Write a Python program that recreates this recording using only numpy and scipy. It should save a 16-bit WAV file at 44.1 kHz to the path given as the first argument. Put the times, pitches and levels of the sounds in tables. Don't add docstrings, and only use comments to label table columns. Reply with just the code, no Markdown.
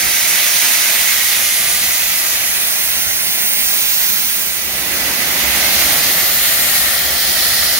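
import sys
import numpy as np
from scipy import signal
from scipy.fft import rfft, irfft, next_fast_len
from scipy.io import wavfile
from scipy.ndimage import uniform_filter1d

SR = 44100
rng = np.random.default_rng(int(sys.argv[2]) if len(sys.argv) > 2 else 0)


def to_wav(s):
    ch = np.atleast_2d(s).T
    pcm = np.round(np.clip(ch, -1, 1) * 32767)
    wavfile.write(sys.argv[1], SR, pcm.astype(np.int16))


N = 343539
PORT_GAP_M, EDGE_HZ = 0.06, 15790
SOUND_M_PER_S = 343
DOOR_OPENS_S, DOOR_FADE_S = 4.6, 0.28


def gain_of(db):
    return 10 ** (np.asarray(db) / 20)


def port_column(pair):
    return np.array(pair)[:, None, None]


def grid(size):
    hop = size // 4
    return np.arange(-(-N // hop) + 1)[:, None] * hop / SR, np.fft.rfftfreq(size, 1 / SR)


def curves(rows, t):
    times, *columns = np.transpose(rows)
    return [np.interp(t, times, column) for column in columns]


def colour(points, hz):
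    f, db = np.transpose(points)
    gain = gain_of(np.interp(np.log(hz + 1), np.log(f), db))
    return gain / np.sqrt(np.mean(gain ** 2 * (hz < EDGE_HZ)))


def bell(x, centre, half_width):
    return np.exp(-((x - centre) / half_width) ** 2)


def fade_in(t, middle_s, half_s):
    return (1 + np.tanh((t - middle_s) / half_s)) / 2


def wander(t, slow_hz, fast_hz, count=16):
    rates = np.geomspace(slow_hz, fast_hz, count)
    waves = sum(np.sin(2 * np.pi * (r * t + rng.random())) / np.sqrt(r) for r in rates)
    return waves / np.sqrt(np.sum(1 / rates) / 2)


def patches(t, hz, frames, bins):
    field = rng.standard_normal((len(t), len(hz)))
    for _ in range(2):
        field = uniform_filter1d(field, frames, axis=0)
        field = uniform_filter1d(field, bins, axis=1)
    return field / field.std()


def diffuse(hz, likeness=0.92):
    return likeness * np.sinc(2 * hz * PORT_GAP_M / SOUND_M_PER_S)


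def stereo_noise(gain, likeness, size):
    framing = dict(nperseg=size, noverlap=size - size // 4)
    white = rng.standard_normal((2, N))
    right, unrelated = signal.stft(white, **framing)[2].transpose(0, 2, 1)
    left = likeness * right + np.sqrt(np.maximum(1 - abs(likeness) ** 2, 0)) * unrelated
    spectra = (np.array([left, right]) * gain).transpose(0, 2, 1)
    return signal.istft(spectra, **framing)[1][:, :N]


# f/Hz, relative level/dB
WIND_SPECTRUM = [(20, -18), (60, -3), (130, -8.5), (220, -23), (500, -17), (2000, -60)]
# t/s, half length/s, left level/dB, right level/dB
WIND_PUFFS = [(0.056, 0.03, -33, -60), (1.8, 0.3, -42.5, -45), (2.38, 0.07, -44, -58),
              (3.094, 0.18, -50, -43), (4.98, 0.09, -43, -47), (5.494, .09, -38, -39),
              (5.75, 0.09, -38, -41), (7.05, 0.067, -39, -49), (7.6, .18, -52, -49)]


def wind(size=2048, breeze_db=-53):
    t, hz = grid(size)
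    puffs = sum(port_column(gain_of(db)) * bell(t, s, half_s) for s, half_s, *db in WIND_PUFFS)
    return stereo_noise(colour(WIND_SPECTRUM, hz) * (gain_of(breeze_db) + puffs), 0, size)


# f/Hz, relative level/dB
FIRE_SPECTRUM = [(20, -34), (32, -26), (48, -11.5), (57, 3), (64, 5), (72, -1), (90, -5.5), (130, -19),
                 (400, -62)]
# t/s, half length/s, rise/dB
FIRE_FLARES = [(3.05, 0.14, 7), (5.75, 0.13, 7), (7.6, 0.5, 3)]


def firebox(size=8192, likeness=0.99, behind_tank_db=-49.5, doorway_db=-41, draught_db=0.5):
    _, hz = grid(size)
    t = np.arange(N) / SR
    level_db = behind_tank_db + (doorway_db - behind_tank_db) * fade_in(t, DOOR_OPENS_S, DOOR_FADE_S)
    level_db += sum(db * bell(t, s, half_s) for s, half_s, db in FIRE_FLARES)
    level_db += draught_db * wander(t, 1.6, 5.4, count=6)
    return stereo_noise(colour(FIRE_SPECTRUM, hz), likeness, size) * gain_of(level_db)


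def cab_hollow(t, hz, spacing_hz=630, first_hz=60, cab_db=2.5, notch_hz=438, notch_db=-5.5):
    depth_db = cab_db * fade_in(t, 5.94, 0.26)
    ripple = np.cos(2 * np.pi * (hz - first_hz) / spacing_hz) * bell(hz, 950, 950)
    bounce_db = notch_db * bell(hz, notch_hz, 28)
    return gain_of(depth_db * ripple + bounce_db)


# f/Hz, relative level/dB
RUSH_SPECTRUM = [(30.0, -20), (80.0, -12.5), (170.0, -0.5), (500.0, -3), (700, -2), (830, -3.5),
                 (1000, -5.8), (1300, -4.5), (2000.0, -5), (5000.0, -7.5), (15000.0, -50)]


def footplate(size=2048, far_db=-49, near_db=-42.3, doorway_db=-25.3, hidden_db=-30.5,
              surge_db=0.3, roar_db=4):
    t, hz = grid(size)
    level_db = np.interp(t, [0, DOOR_OPENS_S], [far_db, near_db])
    level_db += (doorway_db - near_db) * fade_in(t, DOOR_OPENS_S, DOOR_FADE_S)
    level_db += (hidden_db - doorway_db) * fade_in(t, 6.2, 0.04)
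    level_db += surge_db * wander(t, 1.8, 14)
    roar = gain_of(roar_db * bell(t, 5.76, 0.3) * bell(hz, 760, 280))
    gain = colour(RUSH_SPECTRUM, hz) * gain_of(level_db) * roar * cab_hollow(t, hz)
    return stereo_noise(gain, diffuse(hz), size)


# f/Hz, half width/Hz, left/dB, right/dB
CAB_BANDS = [(540, 45, 7.5, 6), (1350, 31, 5, 4.5), (1760, 89, 5, 2), (2020, 150, 3, -1),
             (2470, 350, -2, -5), (3400, 930, 1.5, -1), (4230, 170, 2.5, 2.2), (6300, 520, 0, -6),
             (8250, 650, 1, -2), (9250, 1200, 0.2, -4)]
# from t/s, to t/s, f/Hz, half width/Hz, left/dB, right/dB
HISS_BAND_SWELLS = [(-0.3, 1.83, 4200, 1900, -2.5, -0.8), (-0.3, 1.2, 13000, 2000, -2, -0.8),
                    (-0.3, 0.9, 15600, 900, 0, -3.5), (-0.3, 0.45, 1000, 70, -3, -4),
                    (-0.3, 2.4, 370, 70, -2, -1), (0.7, 1.37, 10600, 1500, -1, -3),
                    (1.45, 2, 10500, 1400, 2, 1), (1.7, 3.9, 730, 160, 1.5, 2),
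                    (1.6, 2.8, 1150, 220, 3, 0.5), (1.9, 2.8, 4400, 1200, -0.7, -1.5),
                    (2.2, 2.95, 14800, 1700, 2, -1.5), (2.2, 2.75, 2400, 350, 0, -1.2),
                    (4.05, 4.6, 650, 200, -1.5, -2.5), (2.7, 4.3, 1060, 120, 3.5, 1),
                    (2.7, 4.4, 1490, 130, 6, 3.5), (3.35, 4.5, 15400, 900, 5, 3),
                    (3.7, 4.25, 4400, 2000, 2, 1), (4.4, 6.6, 13200, 800, -0.5, 3.5),
                    (5.7, 6.95, 14300, 2000, 1.5, 1), (5.95, 6.42, 13900, 1300, 1.5, 3),
                    (6.08, 6.9, 11700, 1200, 4.5, -1), (6.42, 6.95, 8900, 600, 2.8, 1.2),
                    (6.3, 7, 5440, 700, -2, -2.5), (6.4, 7.0, 9900, 400, -3, -1),
                    (6.4, 7.0, 11400, 1100, -1.5, -1.5), (6.68, 7.2, 12100, 1190, 2, 0),
                    (6.9, 8.1, 2780, 130, -1, -3), (6.9, 7.4, 3220, 160, 3, 1),
                    (7.0, 8.1, 14600, 1100, 1.5, 1.5), (7.0, 7.8, 10300, 1300, 0.5, -1.5),
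                    (7.05, 8.1, 12600, 550, -1, -3.5), (7.08, 7.38, 15300, 650, 4.5, 6),
                    (7.15, 8.1, 4650, 948, 0.3, 5.5), (7.3, 9.1, 11000, 1000, 1.5, 2)]
# t/s, half length/s, left treble/dB, right treble/dB
EDGE_SHADOWS = [(3.13, .14, -1, -1), (5.29, 0.7, -4, -4.5), (7.15, 0.2, -1.5, -2.5)]


def walk_colour_db(t, hz, cab_s=6.17, approach_s=1, band_fade_s=0.097, shadow_hz=6000):
    walls_db = sum(port_column(db) * bell(hz, f, width) for f, width, *db in CAB_BANDS)
    bands_db = walls_db * fade_in(t, cab_s, approach_s)
    for start, end, f, width, *db in HISS_BAND_SWELLS:
        swell = fade_in(t, start, band_fade_s) - fade_in(t, end, band_fade_s)
        bands_db += port_column(db) * swell * bell(hz, f, width)
    shadow_db = sum(port_column(db) * bell(t, s, half_s) for s, half_s, *db in EDGE_SHADOWS)
    return bands_db + shadow_db * (1 - bell(hz, 0, shadow_hz))


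def near_echoes(t, hz, strength=0.19, shortest_s=0.003, longest_s=0.009, drift=0.0609, count=5):
    echo = strength * (1 - bell(hz, 0, 1100))
    paths = 1
    for delay_s in np.geomspace(shortest_s, longest_s, count):
        side_s = port_column([-1, 1]) * rng.uniform(-1, 1) * PORT_GAP_M / SOUND_M_PER_S / 2
        late_s = delay_s * (1 + drift * wander(t, 0.076, 0.9)) + side_s
        paths = paths + echo * np.exp(2j * np.pi * (rng.random() - hz * late_s))
    return abs(paths) / np.sqrt(1 + count * echo ** 2)


# t/s, f/Hz, half width/Hz, rise/dB
RING_TRACK = [(0, 2070, 260, 3.5), (0.7, 2100, 260, 0), (0.85, 2170, 200, 0.5), (1.12, 2120, 202, 2),
              (1.45, 2080, 210, 1.5), (2.4, 1980, 140, 0.5), (3.15, 2020, 130, 3.5), (4.0, 2030, 120, -0.5),
              (4.7, 2000, 100, 1.5), (5.45, 2070, 110, 1.5), (6.1, 2090, 150, 0.5), (6.55, 1910, 230, 2.5),
              (7.79, 1860, 190, 2.5)]
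# t/s, half length/s, f/Hz, rise/dB
RING_WHISTLES = [(0.87, 0.1, 2160, 5.5), (1.1, 0.07, 2110, 3.5), (1.32, 0.11, 2010, 5),
                 (1.998, 0.2, 2060, 5), (4.95, 0.35, 2007, 3), (5.548, 0.33, 2080, 4.5),
                 (6.15, 0.12, 2070, 4)]


def jet_ring_db(t, hz, drift_hz=20, spurt_db=0.4, whistle_half_width_hz=60):
    ring_hz, half_width_hz, rise_db = curves(RING_TRACK, t)
    ring_hz += drift_hz * wander(t, 0.574, 1.0)
    rise_db += spurt_db * wander(t, 10, 24)
    whistles_db = sum(db * bell(t, s, half_s) * bell(hz, f, whistle_half_width_hz)
                      for s, half_s, f, db in RING_WHISTLES)
    return rise_db * bell(hz, ring_hz, half_width_hz) + whistles_db


def port_beam_db(bearing, hz, axis_deg=64, half_width_deg=32, on_axis_db=8.5, left_share=0.25):
    aim_db = on_axis_db * bell(bearing, axis_deg, half_width_deg)
    return port_column([left_share, 1]) * aim_db * np.minimum(hz / EDGE_HZ, 1) ** 4


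# f/Hz, relative level/dB
JET_SPECTRUM = [(30, -23), (110, -18), (160, -11), (210, -8.5), (280, -14.5), (350, -10), (440, -11),
                (540, -11.5), (690, -6.5), (960, -10.5), (1300, -5), (2000, -0.5), (3500, 1.08),
                (6000, -0.9), (15500, -0.78)]
# t/s, level/dB
JET_LEVELS = [(0, -14), (.28, -12.5), (.65, -11.5), (1.05, -12), (1.38, -13.5), (1.7, -14.5), (2.25, -15.3),
              (3.08, -17), (4.0, -16.5), (4.65, -19.5), (5.0, -16), (5.8, -11), (6.17, -14), (6.42, -13.5),
              (6.8, -13), (7.1, -14.5), (7.45, -13.5), (7.79, -14)]
# t/s, bearing to the right/deg, direct share of the hiss/0-1
VALVE_BEARINGS = [(0, -7, 0.54), (1.15, -2, 0.26), (1.7, 15, 0.54), (2.3, 26.5, 0.32), (2.75, 46.5, 0.55),
                  (3.5, 47, 0.92), (3.93, 58, 0.69), (4.35, 52, 0.63), (4.8, 46, 0.3), (5.4, 39, 0),
                  (6.2, -6, 0.24), (6.6, -29, 0.1), (7.0, -1, .2), (7.79, 10, 0.21)]


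def safety_valves(size=2048, bend_hz=507, bent_db=-15, trim_db=0.09,
                  flutter_db=0.34, eddy_db=0.65, step_db=0.42, treble_scatter=0.25):
    t, hz = grid(size)
    level_db, = curves(JET_LEVELS, t)
    bearing, direct = curves(VALVE_BEARINGS, t)
    level_db = level_db + (bent_db - level_db) * bell(hz, 0, bend_hz)
    db = level_db + trim_db + walk_colour_db(t, hz) + port_beam_db(bearing, hz) + jet_ring_db(t, hz)
    db += flutter_db * wander(t, 11, 24) * np.sqrt(hz / EDGE_HZ)
    db += eddy_db * patches(t, hz, frames=4, bins=80)
    db += step_db * np.array([patches(t, hz, frames=47, bins=28) for _ in range(2)])
    gain = colour(JET_SPECTRUM, hz) * gain_of(db) * near_echoes(t, hz) * cab_hollow(t, hz)
    direct = np.clip(direct * (1 - treble_scatter * hz / EDGE_HZ), 0, 1)
    lag_s = PORT_GAP_M * np.sin(np.radians(bearing)) / SOUND_M_PER_S
    likeness = direct * np.exp(-2j * np.pi * hz * lag_s) + (1 - direct) * diffuse(hz)
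    return stereo_noise(gain, likeness, size)


def scene():
    return safety_valves() + footplate() + firebox() + wind()


# f/Hz, half width/Hz, level/dB
LEFT_PORT_BANDS = [(1710, 500, -3), (2880, 950, -2), (7850, 430, -5.5)]
RIGHT_PORT_BANDS = [(1500, 114, 2), (2000, 357, 4.5), (2535, 210, 3), (6300, 600, 4), (7950, 820, -4.5),
                    (7900, 280, -3), (9660, 1640, 3), (14900, 2000, 2)]
# f/Hz, lead of the left/rad
LEFT_LEAD = [(100, 0), (800, -0.05), (1100, -0.6), (1400, -1.4), (2000, -0.3), (2600, -0.1), (4500, -0.1),
             (6000, 0.75), (7300, 2.3), (8300, 1.1), (10000, 1.4), (12000, 0.8), (13500, -0.5),
             (15500, -0.7)]


def record(dry, mismatch_db=1.2, mismatch_hz=2500, low_cut_hz=32):
    size = next_fast_len(N + 4096)
    hz = np.fft.rfftfreq(size, 1 / SR)
    ports_db = np.array([sum(db * bell(hz, f, width) for f, width, db in port)
                         for port in (LEFT_PORT_BANDS, RIGHT_PORT_BANDS)])
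    ports_db += np.outer([-1, 1], mismatch_db / (1 + (hz / mismatch_hz) ** 2))
    lead_rad = np.interp(hz, *np.transpose(LEFT_LEAD))
    phase_turn = np.exp(1j * np.outer([0.5, -0.5], lead_rad))
    heard = irfft(rfft(dry, size) * gain_of(ports_db) * phase_turn, size)[:, :N]
    low_cut = signal.butter(2, low_cut_hz, "highpass", fs=SR, output="sos")
    heard = signal.sosfilt(low_cut, heard)
    band_limit = signal.firwin(1023, EDGE_HZ, window=("kaiser", 8), fs=SR)
    return signal.oaconvolve(heard, band_limit[None], "same", axes=1)


dry = scene()
out = record(dry)
to_wav(out)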